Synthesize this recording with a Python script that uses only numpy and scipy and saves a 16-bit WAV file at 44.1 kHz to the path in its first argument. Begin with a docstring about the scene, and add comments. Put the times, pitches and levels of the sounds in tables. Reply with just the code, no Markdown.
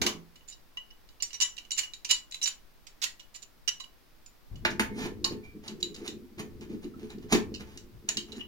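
"""Two quick knocks and a soft boom sound first; then a pipe wrench clinks as its loose jaw and nut are set.
The wrench is fitted to a brass vent on an iron pipe, where its teeth knock and scrape: impacts and
stick-slip friction excite the modes of the metal. The pipe and the steel tank below boom under the hands.
A pair of microphones stands close by, in a small panelled room with a faint hiss."""
import sys
import numpy as np
from scipy import signal
from scipy.fft import rfft, irfft, next_fast_len
from scipy.io import wavfile
from scipy.ndimage import uniform_filter1d

SR = 44100
rng = np.random.default_rng(int(sys.argv[2]) if len(sys.argv) > 2 else 0)


def int16_out(signal):
    """Quantize to a 16-bit WAV file."""
    q = np.round(np.clip(np.atleast_2d(signal).T, -1, 1) * 32767)
    wavfile.write(sys.argv[1], SR, q.astype(np.int16))


N = 373527

def gain_of(db):
    return 10 ** (np.asarray(db) / 20)

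def unit_rms(x):
    return x / np.sqrt(np.mean(x ** 2) + 1e-20)

def at_frequency(points, hz):
    """Interpolates (Hz, value) points on a logarithmic frequency axis."""
    f, value = np.transpose(points)
    return np.interp(np.log(hz + 1), np.log(f + 1), value)

def add(mix, start_s, sound):
    part = mix[..., round(start_s * SR):][..., :sound.shape[-1]]
    part += sound[..., :part.shape[-1]]

def colour(x, spectrum):
    """Spectral shaping by (Hz, dB) points; white noise keeps its power."""
    size = 2 * next_fast_len(N // 2 + 2000)
    gain = gain_of(at_frequency(spectrum, np.fft.rfftfreq(size, 1 / SR)))
    return irfft(rfft(x, size) * unit_rms(gain))[..., :N]

def butterworth(x, order, hz, kind="low"):
    return signal.sosfilt(signal.butter(order, hz, kind, fs=SR, output="sos"), x)

def resonate(x, hz, t60):
    """Damped oscillator: a unit impulse gives a decaying sine of height 1."""
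    r, w = 10 ** (-3 / (t60 * SR)), 2 * np.pi * hz / SR
    return signal.lfilter([0, np.sin(w)], [1, -2 * r * np.cos(w), r * r], x)

def stick_slip(per_s, spread_db):
    """Stick-slip friction: a Poisson train of impulses of uneven size and random sign."""
    size = gain_of(spread_db * np.minimum(rng.exponential(1, N), 4))
    return size * (rng.random(N) < per_s / SR) * rng.choice([-1, 1], N)

def impact(chatter_s, bounces_per_s, fade_s):
    """Contact chatter: a blow and its random rebounds. Returns the force taps and their noisy grit."""
    t = np.arange(SR // 12) / SR
    chance, size = rng.random((len(t), 2)).T
    settling = np.exp(-(t / chatter_s) ** 4) + 0.07 * np.exp(-t / 0.024)
    onset = 1 - np.exp(-t / (0.4 * chatter_s))
    taps = settling * onset * (chance < bounces_per_s / SR) * (2 * size - 1)
    taps[0] = 0.9 * np.exp(-chatter_s / 0.028)  # a long chatter starts softly
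    envelope = signal.lfilter([1], [1, -np.exp(-1 / (fade_s * SR))], abs(taps))
    return taps / np.linalg.norm(taps), envelope / envelope.max() * rng.standard_normal(len(t))

# The noise floor. Each row: frequency in Hz, relative level in dB.
HISS_SPECTRUM = [(12, 2.5), (20, 1), (30, -6), (142, -19.5), (300, -18.5), (527, -23.5), (1100, -25),
                 (3070, -30.5), (5000, -31), (7800, -39.5), (10000, -39), (13000, -35), (16000, -34)]
def hiss():
    """Stationary air and microphone noise, partly correlated between the two sides."""
    left, other = rng.standard_normal((2, N))
    pair = np.array([left, 0.2 * left + 0.93 * other])
    return gain_of(-57) * unit_rms(colour(pair, HISS_SPECTRUM))

# The decay of the room. Each row: frequency in Hz, reverberation time in seconds.
ROOM_DECAY = [(150, 0.25), (1000, 0.29), (4000, 0.2), (12000, 0.2)]
def room(x):
    """Reverberation: sparse reflections of random sign decay exponentially, each band at its own rate."""
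    reflections = np.zeros((2, SR // 2))
    slots = np.arange(200, SR // 2 - 20, 20)
    arrivals = slots + rng.integers(0, 20, (2, len(slots)))
    np.put_along_axis(reflections, arrivals, rng.choice([-1., 1.], arrivals.shape), 1)
    hz, t, bands = signal.stft(reflections, SR, nperseg=256)
    decay = gain_of(-60 * t / at_frequency(ROOM_DECAY, hz)[:, None])
    tail = signal.istft(bands * decay, SR, nperseg=256)[1]
    return signal.fftconvolve(x[None], tail / np.linalg.norm(tail[0]), axes=1)[:, :N]

# Soft nudges of hand and handle. Each row: start in seconds, relative force in dB.
HAND_NUDGES = [(4.976, -27), (5.049, -39), (5.543, -33), (5.713, -33), (5.826, -30), (5.901, -32.5),
               (6.008, -31), (6.078, -31), (6.613, -34), (6.727, -27), (6.845, -27), (7.024, -29.5),
               (7.139, -33), (7.173, -31), (7.241, -29), (8.099, -44), (8.168, -33.5), (8.365, -31.5)]
def nudges():
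    """Impulsive forcing: each nudge passes a short cluster of jolts into the pipe."""
    push = np.zeros(N)
    for start_s, db in HAND_NUDGES:
        taps, _ = impact(chatter_s=0.017, bounces_per_s=350, fade_s=0.005)
        add(push, start_s, gain_of(db) * taps)
    return push

# The hands shaking pipe and tank. Each row: time in seconds, relative boom and rumble levels in dB.
HAND_SHAKING = [(0, -29.5, -38), (.1, -38.5, -60), (.4, -91.5, -83), (4.46, -86, -89), (4.518, -120, -40.5),
                (4.651, -37.5, -47), (4.93, -38, -49), (5.06, -32, -54), (5.21, -46, -47.5),
                (5.31, -35, -48), (5.461, -54.5, -55), (6.08, -41, -66), (6.361, -56, -63),
                (6.41, -37, -59), (6.55, -52, -49), (6.71, -40, -59), (7.291, -54, -52), (7.329, -24, -52),
                (7.47, -40, -46.5), (7.899, -56.5, -59), (7.96, -68, -48), (8.05, -51, -65),
                (8.15, -46.5, -60), (8.47, -51, -59)]
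# The modes of pipe and tank. Each row: frequency in Hz, nominal bandwidth in Hz, relative level in dB.
TANK_MODES = [(158, 16, -10.5), (221.7, 19, 3.5), (261.8, 27, -3.5), (296.5, 15.4, -1.5), (355.5, 29.4, 2),
              (419, 17.8, -1), (469.4, 40, -13.5)]
def tank(push):
    """Forced vibration: rubbing and pushes make the low modes boom; slow shoves rumble beneath them."""
    times, boom_db, rumble_db = np.transpose(HAND_SHAKING)
    t = np.arange(N) / SR
    jolts = stick_slip(per_s=250, spread_db=3)
    rubbed, struck = np.zeros((2, N))
    for k, (hz, width_hz, db) in enumerate(TANK_MODES):
        t60 = 1.87 / width_hz
        rubbed += gain_of(db) * resonate(jolts * rng.standard_normal(N), hz, t60)
        struck += (-1) ** k * gain_of(db) * resonate(push, hz, t60)
    rubbed, struck = butterworth([rubbed, struck], 4, hz=520)  # flesh and mass round off every jolt
    boom = gain_of(np.interp(t, times, boom_db) - 1.5) * unit_rms(rubbed) + gain_of(-6.5) * struck
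    shoves = butterworth(rng.standard_normal((2, N)), 2, [22, 120], "band")
    rumble = gain_of(np.interp(t, times, rumble_db)) * unit_rms(shoves + 0.26 * shoves[::-1])
    return boom, rumble * gain_of([[1.5], [-1.5]])

# Pings and squeaks. Each row: start in seconds, starting pitch in Hz, level in dB, t60 in seconds.
SLIP_PINGS = [(.13, 166.2, -46, 0.47), (3.063, 1916, -32, 0.041), (3.68, 1047, -49, 0.076),
              (3.802, 1058, -45.5, 0.07), (4.652, 1710, -7, 0.013), (4.797, 1755, -12.5, 0.011),
              (4.87, 2150, -54, 0.81), (5.247, 1071, -32.5, 0.079), (5.43, 2333, -48.5, 0.27),
              (5.829, 2590, -37, 0.02), (6.076, 1940, -46, 0.064), (6.938, 1320, -50, 0.056),
              (7.346, 1720, -30, .015), (7.546, 2670, -32, 0.046), (8.177, 3100, -23, 0.033),
              (8.404, 2890, -39, 0.069)]
def pings():
    """Frictional excitation: as one part slips on another, one mode swells, glides up and dies unevenly."""
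    t, out = np.arange(SR // 3) / SR, np.zeros(N)
    glide = 1 + 0.0071 * (1 - np.exp(-t / 0.022))
    for start_s, hz, db, t60 in SLIP_PINGS:
        contact = 1 + 0.6 * unit_rms(uniform_filter1d(rng.standard_normal(len(t)), 200))
        envelope = gain_of(db - 60 * t / t60) * (1 - np.exp(-t / (0.032 * t60)))
        cycles = hz * np.cumsum(glide) / SR
        add(out, start_s, envelope * contact * np.sin(2 * np.pi * cycles))
    return out

# The modes of the brass vent. Each row: frequency in Hz, relative level in dB, t60 in seconds.
VENT_MODES = [(890, -9, 0.19), (1420, -29.5, 0.031), (1796, -8, 0.16), (2107, -10, 0.025),
              (2450, -3.5, 0.11), (2880, -25, 0.13), (3950, -42, 0.036), (5130, -40, 0.047),
              (6670, -6.5, 0.11), (9530, -3, 0.094), (13600, 3, 0.017)]
# The noise of teeth on brass. Each row: frequency in Hz, relative level in dB.
VENT_CONTACT_SPECTRUM = [(290, -27), (500, -14.5), (631, -7), (1600, -10), (1740, -12), (2190, -6.5),
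                         (6800, -11), (8330, -22.5), (16000, -28.5)]
def vent(taps, grit):
    """Modal superposition: the brass rings under the taps, over broadband contact noise."""
    ringing = sum(gain_of(db) * resonate(taps, hz, t60) for hz, db, t60 in VENT_MODES)
    return ringing + colour(grit, VENT_CONTACT_SPECTRUM)

# Teeth and palms sliding on the vent. Each row: start, swell and hold in seconds, relative level in dB.
SCRAPE_STROKES = [(4.93, 0.062, 0.07, -37.5), (5.434, 0.0079, 0.0036, -55), (5.626, .013, 0.071, -49.5),
                  (5.95, 0.011, 0.063, -54.5), (6.025, 0.033, 0.0027, -40.5), (6.373, 0.01, 0.014, -46),
                  (6.605, 0.011, 0.015, -49.5), (6.677, 0.021, 0.05, -57.5), (6.804, 0.032, 0.0062, -49),
                  (6.957, 0.036, 0.062, -58), (7.074, 0.031, 0.013, -48.5), (7.198, 0.03, .01, -57),
                  (7.286, 0.034, .003, -30), (7.584, 0.021, 0.0055, -44.5), (7.64, 0.034, 0.09, -57.5),
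                  (8.075, 0.018, .002, -37.5), (8.267, 0.019, 0.0075, -52.5), (8.306, .02, 0.073, -54.5)]
def scrapes():
    """Sliding friction: dense slips and sparse harder ticks drive the vent until the grip lets go."""
    swell_db, release_db_per_s = 29, 558
    t, strokes = np.arange(SR // 3) / SR, np.zeros(N)
    for start_s, swell_s, hold_s, db in SCRAPE_STROKES:
        rise_db = swell_db * np.minimum(t / swell_s - 1, 0)
        fall_db = release_db_per_s * np.maximum(t - swell_s - hold_s, 0)
        add(strokes, start_s, gain_of(db + rise_db - fall_db))
    slips = unit_rms(stick_slip(per_s=4000, spread_db=1.5))
    ticks = unit_rms(stick_slip(per_s=150, spread_db=7.5))
    grains = slips + 0.38 * ticks
    friction = vent(gain_of(-32) * grains, grains)
    low = butterworth(friction, 2, hz=4600)
    return strokes * (gain_of(-3.5) * unit_rms(low) + gain_of(-6.5) * unit_rms(friction - low))

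# The jaws knocking on the vent. Each row: start in seconds, level in dB, chatter in seconds,
# then relative levels in dB of the treble, the ring of the brass and the push into the tank.
JAW_KNOCKS = [(0.016, -20, 0.0047, -1.5, -33, -35), (0.064, -19, 0.0025, 0.5, -35, -30),
              (4.65, -13.5, 0.0033, -16.5, -12, -31), (4.699, -39.5, 0.014, -2.5, -27, -41),
              (4.7956, -17.5, 0.009, -9, -8, -20.5), (5.242, -35.5, 0.02, -5, -1.5, -34),
              (5.308, -42, 0.02, -9, -4.5, -46), (6.393, -34, 0.0063, -7, -7, -38),
              (7.324, -14, 0.0053, -6, -14, -13.5), (7.346, -22.5, 0.0038, -5.5, -38, -10)]
def knocks():
    """Impact excitation: returns the airborne sound of the vent and the force carried down the pipe."""
    bass_drive, treble_drive = np.zeros((2, 2, N))
    push, crossover_hz = np.zeros(N), 4000
    for start_s, db, chatter_s, treble_db, ring_db, push_db in JAW_KNOCKS:
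        taps, grit = impact(chatter_s, bounces_per_s=400, fade_s=0.0077)
        hit = np.array([gain_of(ring_db) * taps, gain_of(-4) * grit])
        add(bass_drive, start_s, gain_of(db) * hit)
        add(treble_drive, start_s, gain_of(db + treble_db + 4) * hit)
        add(push, start_s, gain_of(push_db) * taps)
    bass = butterworth(vent(*bass_drive), 2, crossover_hz)
    bright = vent(*treble_drive)
    treble = bright - butterworth(bright, 2, crossover_hz)
    return bass + treble, push

# The modes of the wrench. Each row: frequency in Hz, relative level in dB, ungripped t60 in seconds.
WRENCH_MODES = [(1042, -21, 0.047), (1970, -28, 0.27), (2340, -20, 0.065), (2903, -5, 0.11),
                (2957, -11.5, 0.104), (3906, 1, 0.051), (3950, -4.5, 0.12), (4420, -5, 0.08),
                (5050, -1.5, 0.053), (5580, -14, 0.05), (5750, -10, 0.1), (5840, -4.5, 0.12),
                (7050, -0.5, 0.085), (7180, -8.5, 0.025), (7370, -13.5, .07), (8620, -13, 0.052),
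                (11300, -30.5, .05), (13060, -23, .05)]
# The five groups of those modes. Each entry: centre frequency in Hz.
MODE_GROUP_HZ = [2900, 3830, 4420, 5820, 7070]
# The spots a blow can land on. Each entry: name, then the gain in dB of each group, low to high.
STRIKE_SPOTS = {"low": (1.5, -16.5, -6, -14.5, -22.5), "second": (-7, 4, -9, -17.5, -4.5),
                "middle": (-7, -12.5, 0, -11, -14), "fourth": (-8.5, -20, -20, 4.5, 1),
                "top": (-16.5, -17, -9, -5, 1.5), "ends": (-3.5, -13.5, -6, -8, -1.5),
                "low fourth": (-4, -14.5, -17.5, -1.5, -9.5), "broad": (-3, -2.5, -1, -15, -7.5),
                "low alone": (1, -24.5, -31, -23.5, -34)}
# The crack of the contact itself. Each row: frequency in Hz, relative level in dB.
CRACK_SPECTRUM = [(300, -19.5), (800, -13), (1500, -4.5), (2500, 3), (5000, 4.5), (7300, 3.5), (8300, -7.5),
                  (12000, -14), (16000, -15)]
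# The loose jaw and nut clinking. Each row: start in seconds, relative crack level in dB,
# chatter in seconds, relative ring level in dB, spot struck.
WRENCH_CLINKS = [(0.357, -47, 0.0055, -50.5, "low"), (0.409, -67, 0.0025, -56, "low alone"),
                 (.478, -46, 0.028, -42.5, "top"), (0.516, -71, 0.019, -42, "middle"),
                 (0.7714, -44.5, 0.0019, -32, "low alone"), (0.904, -73, 0.0094, -48.5, "low"),
                 (1.089, -51.5, 0.0011, -58, "broad"), (1.202, -53, 0.0082, -40, "low"),
                 (1.223, -30.5, 0.0079, -27, "top"), (1.306, -46, 0.0046, -47, "low"),
                 (1.331, -36.5, 0.017, -36.5, "low fourth"), (1.402, -27, 0.015, -23, "ends"),
                 (1.4124, -27, 0.014, -22.5, "fourth"), (1.425, -26.5, 0.0068, -25, "low"),
                 (1.566, -42.5, 0.0044, -54, "second"), (1.579, -39.5, 0.0076, -35.5, "low"),
                 (1.65, -51.5, 0.0055, -52, "low alone"), (1.707, -35, 0.0036, -37.5, "fourth"),
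                 (1.7157, -36, .004, -29.5, "ends"), (1.766, -31.5, 0.015, -37, "low"),
                 (1.777, -27, 0.0095, -30, "top"), (1.7866, -21.5, 0.0087, -30.5, "ends"),
                 (1.83, -35.5, 0.0096, -38, "low alone"), (1.935, -41, 0.0033, -40, "broad"),
                 (2.047, -29, 0.0051, -31.5, "low fourth"), (2.091, -21.5, 0.03, -24, "broad"),
                 (2.11, -23.5, 0.0019, -18, "ends"), (2.311, -46, .003, -43, "top"),
                 (2.322, -40, 0.005, -41.5, "second"), (2.343, -32, 0.0046, -46, "second"),
                 (2.415, -34, 0.016, -35, "second"), (2.4279, -36, 0.015, -23, "fourth"),
                 (2.4574, -27, 0.0071, -23.5, "middle"), (2.471, -24, 0.0097, -29.5, "ends"),
                 (2.868, -41.5, 0.0094, -79, "broad"), (3.017, -25, 0.025, -36, "broad"),
                 (3.0318, -20, 0.014, -26.5, "middle"), (3.195, -47, 0.011, -50, "low"),
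                 (3.343, -42, 0.024, -43.5, "ends"), (3.421, -48, .013, -45, "ends"),
                 (3.677, -29, 0.014, -19.5, "low fourth"), (3.8, -41, 0.0092, -44.5, "broad"),
                 (3.84, -51.5, 0.0083, -49, "low"), (4.261, -52, .005, -51, "top"),
                 (4.5564, -51, 0.0062, -52, "low"), (5.2433, -37, 0.0076, -15.5, "middle"),
                 (5.679, -35.5, 0.0047, -33, "middle"), (5.803, -46, 0.0096, -48, "top"),
                 (5.8284, -29, 0.0016, -25.5, "second"), (5.9435, -41.5, 0.0088, -46, "second"),
                 (5.962, -47, 0.0053, -38, "middle"), (6.078, -30.5, 0.0036, -32, "second"),
                 (6.61, -45, .002, -58, "middle"), (6.843, -59, .002, -51, "broad"),
                 (7.103, -51, 0.0012, -46, "second"), (7.183, -66, 0.0026, -52, "middle"),
                 (7.229, -59, 0.0011, -58, "broad"), (7.541, -47.5, 0.018, -30, "middle"),
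                 (7.775, -37.5, 0.0028, -36, "middle"), (8.0884, -22.5, 0.004, -17, "ends"),
                 (8.1704, -25, 0.0031, -20.5, "middle"), (8.32, -51, 0.0096, -36, "broad"),
                 (8.363, -47, .008, -52, "second"), (8.396, -62, 0.012, -34, "low alone"),
                 (8.411, -70, 0.0033, -31, "low alone")]
def clinks():
    """Free vibration of the wrench: the point of impact weights its modes, and the grip damps them."""
    seated_s = 4.6  # from here on the vent in the jaws adds damping
    hz, mode_db, t60 = np.transpose(WRENCH_MODES)[..., None]
    t = np.arange(SR // 7) / SR
    window = np.cos(np.pi / 2 * t / t[-1]) * (1 - np.exp(-t / 0.00037))
    ringing, crack = np.zeros((2, N)), np.zeros(N)
    for start_s, crack_db, chatter_s, ring_db, spot in WRENCH_CLINKS:
        taps, grit = impact(chatter_s, bounces_per_s=1000, fade_s=0.0026)
        gripped_t60 = t60 * rng.uniform(0.33, 1.0) * (0.36 if start_s > seated_s else 1)
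        detune, lean = rng.standard_normal((2, len(hz), 1))
        shifted_hz = hz * (1 + 0.0017 * detune)  # the loose jaw shifts the modes at each blow
        spot_db = at_frequency(list(zip(MODE_GROUP_HZ, STRIKE_SPOTS[spot])), hz)
        envelopes = window * gain_of(ring_db + mode_db + spot_db - 60 * t / gripped_t60)
        modes = envelopes * np.sin(2 * np.pi * shifted_hz * t)
        sides = gain_of(12 * np.array([lean, -lean]))  # each mode radiates its own way
        sides /= np.sqrt((sides ** 2).mean(0))
        add(ringing, start_s, signal.fftconvolve((sides * modes).sum(1), taps[None], axes=1))
        add(crack, start_s, gain_of(crack_db) * grit)
    clatter = gain_of(5.5) * ringing + gain_of(-2.5) * colour(crack, CRACK_SPECTRUM)
    return butterworth(clatter, 3, 300, "high")  # small parts radiate no bass

# The path of the wrench past the microphones. Each row: time in seconds, lag of the left side
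# in samples, left-minus-right gain in dB.
WRENCH_PATH = [(0, 21.5, -3), (.4, 19.5, -6.5), (2.601, 19.5, -6.5), (3.7, 6.5, -14.5), (4.597, -7.5, -3.5),
               (8.47, -7.5, -3.5)]
def direct_sound(metal):
    """Differences of arrival time and level between the microphones locate the moving wrench."""
    n = np.arange(N)
    times, lags, balance_db = np.transpose(WRENCH_PATH)
    lag = np.round(np.interp(n / SR, times, lags)).astype(int)
    left = metal[0, np.clip(n - lag, 0, N - 1)]
    balance = gain_of(np.interp(n / SR, times, balance_db) * [[0.5], [-0.5]])
    return np.array([left, metal[1]]) * balance

def scene():
    """Superposition of the metal, the tank, their reverberation and the noise floor."""
    knocking, push = knocks()
    boom, rumble = tank(push + nudges())
    metal = clinks() + pings() + knocking + scrapes()
    reverberation = gain_of(-3.5) * room(metal.mean(0)) + gain_of(-6.5) * room(boom)
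    return hiss() + reverberation + rumble + boom * gain_of([[-1.8], [-0.8]]) + direct_sound(metal)

def record(dry):
    """Band limiting: a linear-phase low-pass filter removes the highest treble."""
    lowpass = signal.firwin(511, cutoff=16000, window=("kaiser", 9), fs=SR)
    return signal.oaconvolve(dry, lowpass[None], "same")

dry = scene()
out = record(dry)
int16_out(out)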